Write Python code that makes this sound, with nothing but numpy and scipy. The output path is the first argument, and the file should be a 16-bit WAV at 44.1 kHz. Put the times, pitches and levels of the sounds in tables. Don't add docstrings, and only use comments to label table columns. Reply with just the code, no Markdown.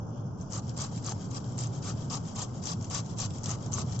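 import sys
import numpy as np
from scipy import signal
from scipy.fft import rfft, irfft, next_fast_len
from scipy.io import wavfile
from scipy.ndimage import uniform_filter1d

SR = 44100
rng = np.random.default_rng(int(sys.argv[2]) if len(sys.argv) > 2 else 0)


def dump_mix(stems):
    frames = np.atleast_2d(stems).T
    limited = np.clip(frames, -1, 1)
    pcm = np.round(limited * 32767).astype(np.int16)
    wavfile.write(sys.argv[1], SR, pcm)


N = 176400

# start_s, length_s, level_db, box_ring_db, brightness_db, pan_db, skew
PUSH_STROKES = [(0.495, .1, -41, -2, -2.5, -1, 1.17), (0.759, 0.11, -38.5, -4.5, -6, -3.5, 0.92),
                (1.02, 0.11, -40.5, -3.5, -6.5, -2, 1.25), (1.298, 0.087, -42, 0, -6, -0.5, 2.07),
                (1.566, 0.11, -42, -4, -9, -2.5, 0.91), (1.816, 0.11, -40.5, -2.5, -6, -1, 1.04),
                (2.095, 0.086, -37, -2, -5, -0.5, 0.65), (2.344, 0.11, -38, -3, -8, -1, 1.03),
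                (2.617, 0.12, -37.5, -3.5, -5.5, .5, 1.45), (2.897, 0.11, -35, -3.5, -8.5, -1, 1.08),
                (3.166, 0.1, -36, -5.5, -6, -1.5, 1.03), (3.427, 0.13, -40.5, 0, -6.5, -2, 1.22),
                (3.71, 0.12, -39, -1, -8.5, -1.5, 1.25)]
# start_s, length_s, level_db
PULL_STROKES = [(0.37, .08, -60.5), (0.658, 0.066, -55), (0.906, 0.1, -50), (1.162, 0.11, -52),
                (1.433, 0.088, -55), (1.71, 0.086, -52), (1.946, .12, -52), (2.227, .108, -50),
                (2.513, 0.098, -56), (2.796, 0.09, -52.5), (3.046, 0.1, -52), (3.313, 0.081, -50),
                (3.59, 0.099, -51), (3.853, .14, -48.5)]
# start_s, level_db, brightness_db
FLORET_SNAPS = [(.412, -48, 9), (.523, -40.5, 7), (.533, -36, 10), (.593, -46.5, -8), (.679, -51, 6.5),
                (.694, -44.5, 1.5), (.776, -39, -7.5), (.807, -38, -2), (.816, -34, -3), (.864, -48, 6),
                (.961, -45, -1), (.977, -47, 1), (1.046, -42, 7), (1.063, -35.5, 12), (1.094, -37, 5),
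                (1.121, -40, -5), (1.311, -47.5, 9.5), (1.371, -46.5, -2), (1.443, -50, -5),
                (1.522, -50.5, -3), (1.580, -40, -7.5), (1.589, -36, 4), (1.637, -40, 7), (1.671, -44, 4),
                (1.758, -56, 2), (2.100, -41.5, 4), (2.139, -37.5, 4), (2.418, -35.5, 1), (2.555, -52, 16),
                (2.639, -43, -3), (2.656, -33.5, 5), (2.671, -34, -9), (2.733, -40.5, -6), (2.811, -50, 1),
                (2.826, -46, 0), (2.844, -44, 5), (2.900, -40, 3), (2.947, -31.5, 8), (3.001, -46, 0),
                (3.061, -48.5, 6), (3.186, -38, 4), (3.201, -34, -1), (3.261, -43, -9), (3.306, -46.5, -9),
                (3.384, -46, 5), (3.434, -42, 14), (3.441, -37, 3), (3.459, -34.5, 1), (3.494, -36.5, 13),
                (3.505, -36, 12), (3.513, -32.5, 12), (3.664, -49, 1), (3.721, -42, 10), (3.731, -35, 8),
                (3.737, -28, 33), (3.815, -40.5, -1), (3.924, -43.5, -10), (3.961, -44.5, 6),
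                (3.991, -40, 3)]
# frequency_hz, gain_db
TEAR_COLOUR = [(300, -17.5), (700, -5), (1250, -11), (1800, -15.5), (2400, -14.5), (3300, -9.5),
               (4000, -9.5), (5200, -7), (6400, -0.5), (7500, 0.5), (7850, -10.5), (8100, -18.5)]
# frequency_hz, gain_db
SCRAPE_COLOUR = [(300, -20.5), (1200, -8), (1900, -11), (2600, -14.5), (3250, -6.5), (4100, -11),
                 (5300, -8), (6400, -8.5), (7500, -3), (7850, -12), (8100, -24.5)]
# frequency_hz, left_over_right_db
MIC_BALANCE = [(300, -6.5), (1200, -4), (2500, 8.5), (3300, 8.5), (3900, 5), (4700, 11), (5800, 12.5),
               (6400, 13.5), (6900, 4.5), (7500, -11), (8000, -1)]
# pitch_hz, level_db, t60_s
STEEL_MODES = [(2994, -16, 0.088), (3208, -10, 0.034), (3840, -12.5, 0.016), (4148, -12.5, 0.032),
               (4697, -12, 0.035), (5990, -14, 0.068), (6450, -8.5, 0.06), (7230, -15.5, .05)]
# pitch_hz, level_db, t60_s
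BOX_MODES = [(386, -1, 0.0067), (590, -10.5, 0.015), (820, 0.5, 0.014), (1150, 5, 0.02), (1302, -6, 0.031)]
# start_s, level_db, most_excited_hz
STALK_KNOCKS = [(1.086, -43, 1150), (1.122, -40.5, 820), (1.584, -47.5, 820), (3.783, -42, 1200)]
# time_s, low_band_db, high_band_db
RUSTLE_LEVELS = [(0, -78, -65), (.09, -80, -67), (.13, -68.5, -64.5), (0.189, -67, -64), (.24, -75, -68),
                 (.29, -76, -66), (0.346, -83, -66.5), (.4, -82, -64), (.498, -71.5, -61)]
# frequency_hz, gain_db
RUSTLE_LOW_COLOUR = [(1800, -31), (2500, -11.5), (2950, -4), (3400, -1), (3800, -20.5), (4500, -8),
                     (8000, -43)]
# frequency_hz, gain_db
RUSTLE_HIGH_COLOUR = [(3800, -27), (4500, -9.5), (5200, 3.5), (5800, 0), (6600, 1), (7050, -6), (7500, 3.5),
                      (7900, -36)]
# frequency_hz, gain_db
RUMBLE_COLOUR = [(20, -18), (48, -30), (65, -12.5), (82, -11.5), (100, 0), (125, -1), (150, -4), (185, -7),
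                 (250, -12), (330, -19), (600, -23.5), (900, -25), (1300, -31.5), (1600, -38.5),
                 (1850, -61), (2400, -61.5), (3300, -54), (4200, -71), (5200, -60.5), (6400, -58),
                 (8000, -77.5)]
# time_s, gain_db
RUMBLE_SWELL = [(0, 0), (.299, -1.5), (.898, -0.5), (1.9, 0.2), (2.601, -1), (3.3, -1), (3.8, 1.5),
                (4, 0.5)]
# frequency_hz, correlation
RUMBLE_LIKENESS = [(30, 1), (130, 0.96), (200, 0.96), (300, 0.61), (500, 0.57), (1000, 0.13), (3000, 0.046)]

PUSH_TEARS_PER_S, PUSH_SPREAD_DB = 5000, 1.5
PULL_TEARS_PER_S, PULL_SPREAD_DB = 2300, 1
BOX_DB, BOX_LAG_S, BOX_PAN_DB = -11.5, 0.005, 3.5
TOP_HZ = 8030


def grating():
    teeth = [tooth() for _ in range(24)]
    cutting = tears(N, PUSH_TEARS_PER_S, PUSH_SPREAD_DB)
    sliding = tears(N, PULL_TEARS_PER_S, PULL_SPREAD_DB)
    return pushes(teeth, cutting) + pulls(teeth, sliding) + floret_snaps(teeth) + crumbs(teeth)


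def pushes(teeth, cutting):
    out = np.zeros((2, N))
    for start_s, length_s, level_db, box_ring_db, brightness_db, pan_db, skew in PUSH_STROKES:
        clicks = stroke(cutting, start_s, length_s, skew)
        add(out, start_s, amp(level_db) * rasp(clicks, teeth, TEAR_COLOUR, brightness_db, pan_db))
        hollow = signal.fftconvolve(clicks[None], ringing(BOX_MODES, pan_db=BOX_PAN_DB), axes=1)
        add(out, start_s + BOX_LAG_S, amp(level_db + box_ring_db + BOX_DB) * hollow)
    return out


def pulls(teeth, sliding):
    out = np.zeros((2, N))
    for start_s, length_s, level_db in PULL_STROKES:
        clicks = stroke(sliding, start_s, length_s)
        add(out, start_s, amp(level_db) * rasp(clicks, teeth, SCRAPE_COLOUR, pan_db=0.5))
    return out


def floret_snaps(teeth, size=256, decay_s=0.001):
    out = np.zeros((2, N))
    decay = np.exp(-np.arange(size) / SR / decay_s)
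    for start_s, level_db, brightness_db in FLORET_SNAPS:
        burst = unit(rng.standard_normal(size) * decay)
        add(out, start_s, amp(level_db) * rasp(burst, teeth, TEAR_COLOUR, brightness_db))
    return out


def crumbs(teeth, start_s=0.62, level_db=-58):
    out = np.zeros((2, N))
    clicks = tears(N, PULL_TEARS_PER_S, PULL_SPREAD_DB)
    add(out, start_s, amp(level_db) * rasp(clicks, teeth, SCRAPE_COLOUR))
    return out


def tears(size, per_s, spread_db, clump_s=0.0058, clump_db=1.5):
    breaks = rng.random(size) < per_s / SR
    strength = np.minimum(rng.exponential(1, size), 5)
    clumps = unit(uniform_filter1d(rng.standard_normal(size), int(clump_s * SR)))
    sign = rng.choice([-1, 1], size)
    return unit(breaks * sign * amp(spread_db * strength + clump_db * clumps))


def stroke(fractures, start_s, length_s, skew=1):
    force = pressure(length_s, skew)
    span = round(start_s * SR) + np.arange(len(force))
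    return force * unit(fractures.take(span, mode="wrap"))


def pressure(length_s, skew=1, attack_s=0.009, release_s=0.012, ends_db=-10.5):
    t = np.arange(0, length_s + release_s / 2, 1 / SR)
    arch = np.sin(np.pi * (t / (t[-1] + 1 / SR)) ** skew)
    contact = np.clip(np.minimum(t / attack_s, (t[-1] - t) / release_s), 0, 1)
    return contact * amp(ends_db * (1 - arch))


def rasp(clicks, teeth, spectrum, brightness_db=0, pan_db=0, count=5, row_s=0.007):
    row = (np.arange(len(clicks)) / SR // row_s) % count
    chosen = rng.permutation(len(teeth))[:count]
    crackle = sum(signal.oaconvolve((clicks * (row == k))[None], teeth[i], axes=1)
                  for k, i in enumerate(chosen))
    size = next_fast_len(crackle.shape[1] + 1024)
    hz = np.fft.rfftfreq(size, 1 / SR)
    sides_db = np.array([[0.5], [-0.5]]) * (read(MIC_BALANCE, hz) + pan_db)
    teeth_db = brightness_db * np.exp(-((hz - 6570) / 1140) ** 2)
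    gain = amp(read(spectrum, hz) + sides_db + teeth_db - 60 * (hz > TOP_HZ))
    heard = irfft(rfft(crackle, size) * gain, size)[:, :crackle.shape[1]]
    return heard * np.sqrt(2 * np.sum(clicks ** 2) / (np.sum(heard ** 2) + 1e-20))


def tooth(size=2048, echo_t60_s=0.052):
    own_mode = rng.uniform(5200, 7530), 2.5, 0.0024
    shared_echoes = amp(-1) * tail(echo_t60_s, size, channels=1)
    echoes_per_mic = amp(8.5) * tail(echo_t60_s, size)
    response = shared_echoes + echoes_per_mic + ringing([*STEEL_MODES, own_mode])
    response[:, 0] += 1
    return response


def ringing(modes, size=2048, pan_db=0):
    t, out = np.arange(size) / SR, 0
    for pitch_hz, level_db, t60_s in modes:
        phase = 2 * np.pi * rng.random() + 1.074 * rng.standard_normal((2, 1))
        mode = amp(-60 * t / t60_s) * np.sin(2 * np.pi * pitch_hz * t + phase)
        out = out + amp(level_db) * unit(mode) / np.sqrt(size)
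    return out * amp([[pan_db / 2], [-pan_db / 2]])


def stalk_knocks(width_octaves=0.18):
    out = np.zeros((2, N))
    for start_s, level_db, most_excited_hz in STALK_KNOCKS:
        modes = [(hz, db - 6 * (np.log2(hz / most_excited_hz) / width_octaves) ** 2, t60_s)
                 for hz, db, t60_s in BOX_MODES]
        ring = ringing(modes, pan_db=BOX_PAN_DB)
        onset_rms = np.sqrt(np.mean(ring[:, :512] ** 2))
        add(out, start_s, amp(level_db) * ring / onset_rms)
    return out


def faint_tone(start_s=0.05, length_s=0.17, pitch_hz=583, level_db=-55):
    out = np.zeros((2, N))
    envelope = pressure(length_s)
    tone = narrow_noise(SR, pitch_hz, width_hz=18)[None, :len(envelope)]
    add(out, start_s, amp(level_db) * envelope * tone)
    return out


def rustle(size=SR // 2):
    out = np.zeros((2, N))
    times_s, *band_levels = np.transpose(RUSTLE_LEVELS)
    teeth = [tooth() for _ in range(5)]
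    for level_db, spectrum in zip(band_levels, (RUSTLE_LOW_COLOUR, RUSTLE_HIGH_COLOUR)):
        envelope = amp(np.interp(np.arange(size) / SR, times_s, level_db))
        clicks = envelope * tears(size, PULL_TEARS_PER_S, PUSH_SPREAD_DB)
        add(out, 0, rasp(clicks, teeth, spectrum, pan_db=7))
    return out


def room_echo(close, t60_s=0.18, level_db=-17):
    return amp(level_db) * signal.fftconvolve(close, tail(t60_s, size=16000), axes=1)[:, :N]


def room_tone(rumble_db=-35.5, hum_db=-45):
    hz = np.fft.rfftfreq(N, 1 / SR)
    left, independent = rfft(rng.standard_normal((2, N)))
    likeness = read(RUMBLE_LIKENESS, hz)
    right = likeness * left + np.sqrt(1 - likeness ** 2) * independent
    gain = amp(read(RUMBLE_COLOUR, hz) - 60 * (hz > TOP_HZ))
    rumble = unit(irfft(np.array([left, right]) * gain, N))
    hum = narrow_noise(N, pitch_hz=118.1, width_hz=7.9)
    swell = amp(np.interp(np.arange(N) / SR, *np.transpose(RUMBLE_SWELL)))
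    return (amp(rumble_db) * rumble + amp(hum_db) * hum) * swell


def narrow_noise(size, pitch_hz, width_hz):
    detuning = 2 * (np.fft.rfftfreq(size, 1 / SR) - pitch_hz) / width_hz
    return unit(irfft(rfft(rng.standard_normal(size)) / (1 + detuning ** 2), size))


def tail(t60_s, size, channels=2):
    echoes = rng.standard_normal((channels, size)) * amp(-60 * np.arange(size) / SR / t60_s)
    return echoes / np.linalg.norm(echoes, axis=1, keepdims=True)


def amp(db):
    return 10 ** (np.asarray(db) / 20)


def unit(x):
    return x / np.sqrt(np.mean(x ** 2) + 1e-20)


def read(table, hz):
    table_hz, values = np.transpose(table)
    return np.interp(np.log(hz + 1), np.log(table_hz + 1), values)


def add(mix, start_s, sound):
    part = mix[:, round(start_s * SR):][:, :sound.shape[1]]
    part += sound[:, :part.shape[1]]


def scene():
    close = grating() + stalk_knocks() + faint_tone() + rustle()
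    return close + room_echo(close) + room_tone()


def record(dry):
    lowpass = signal.firwin(301, TOP_HZ, window=("kaiser", 8), fs=SR)
    return signal.oaconvolve(dry, lowpass[None], "same")


dry = scene()
out = record(dry)
dump_mix(out)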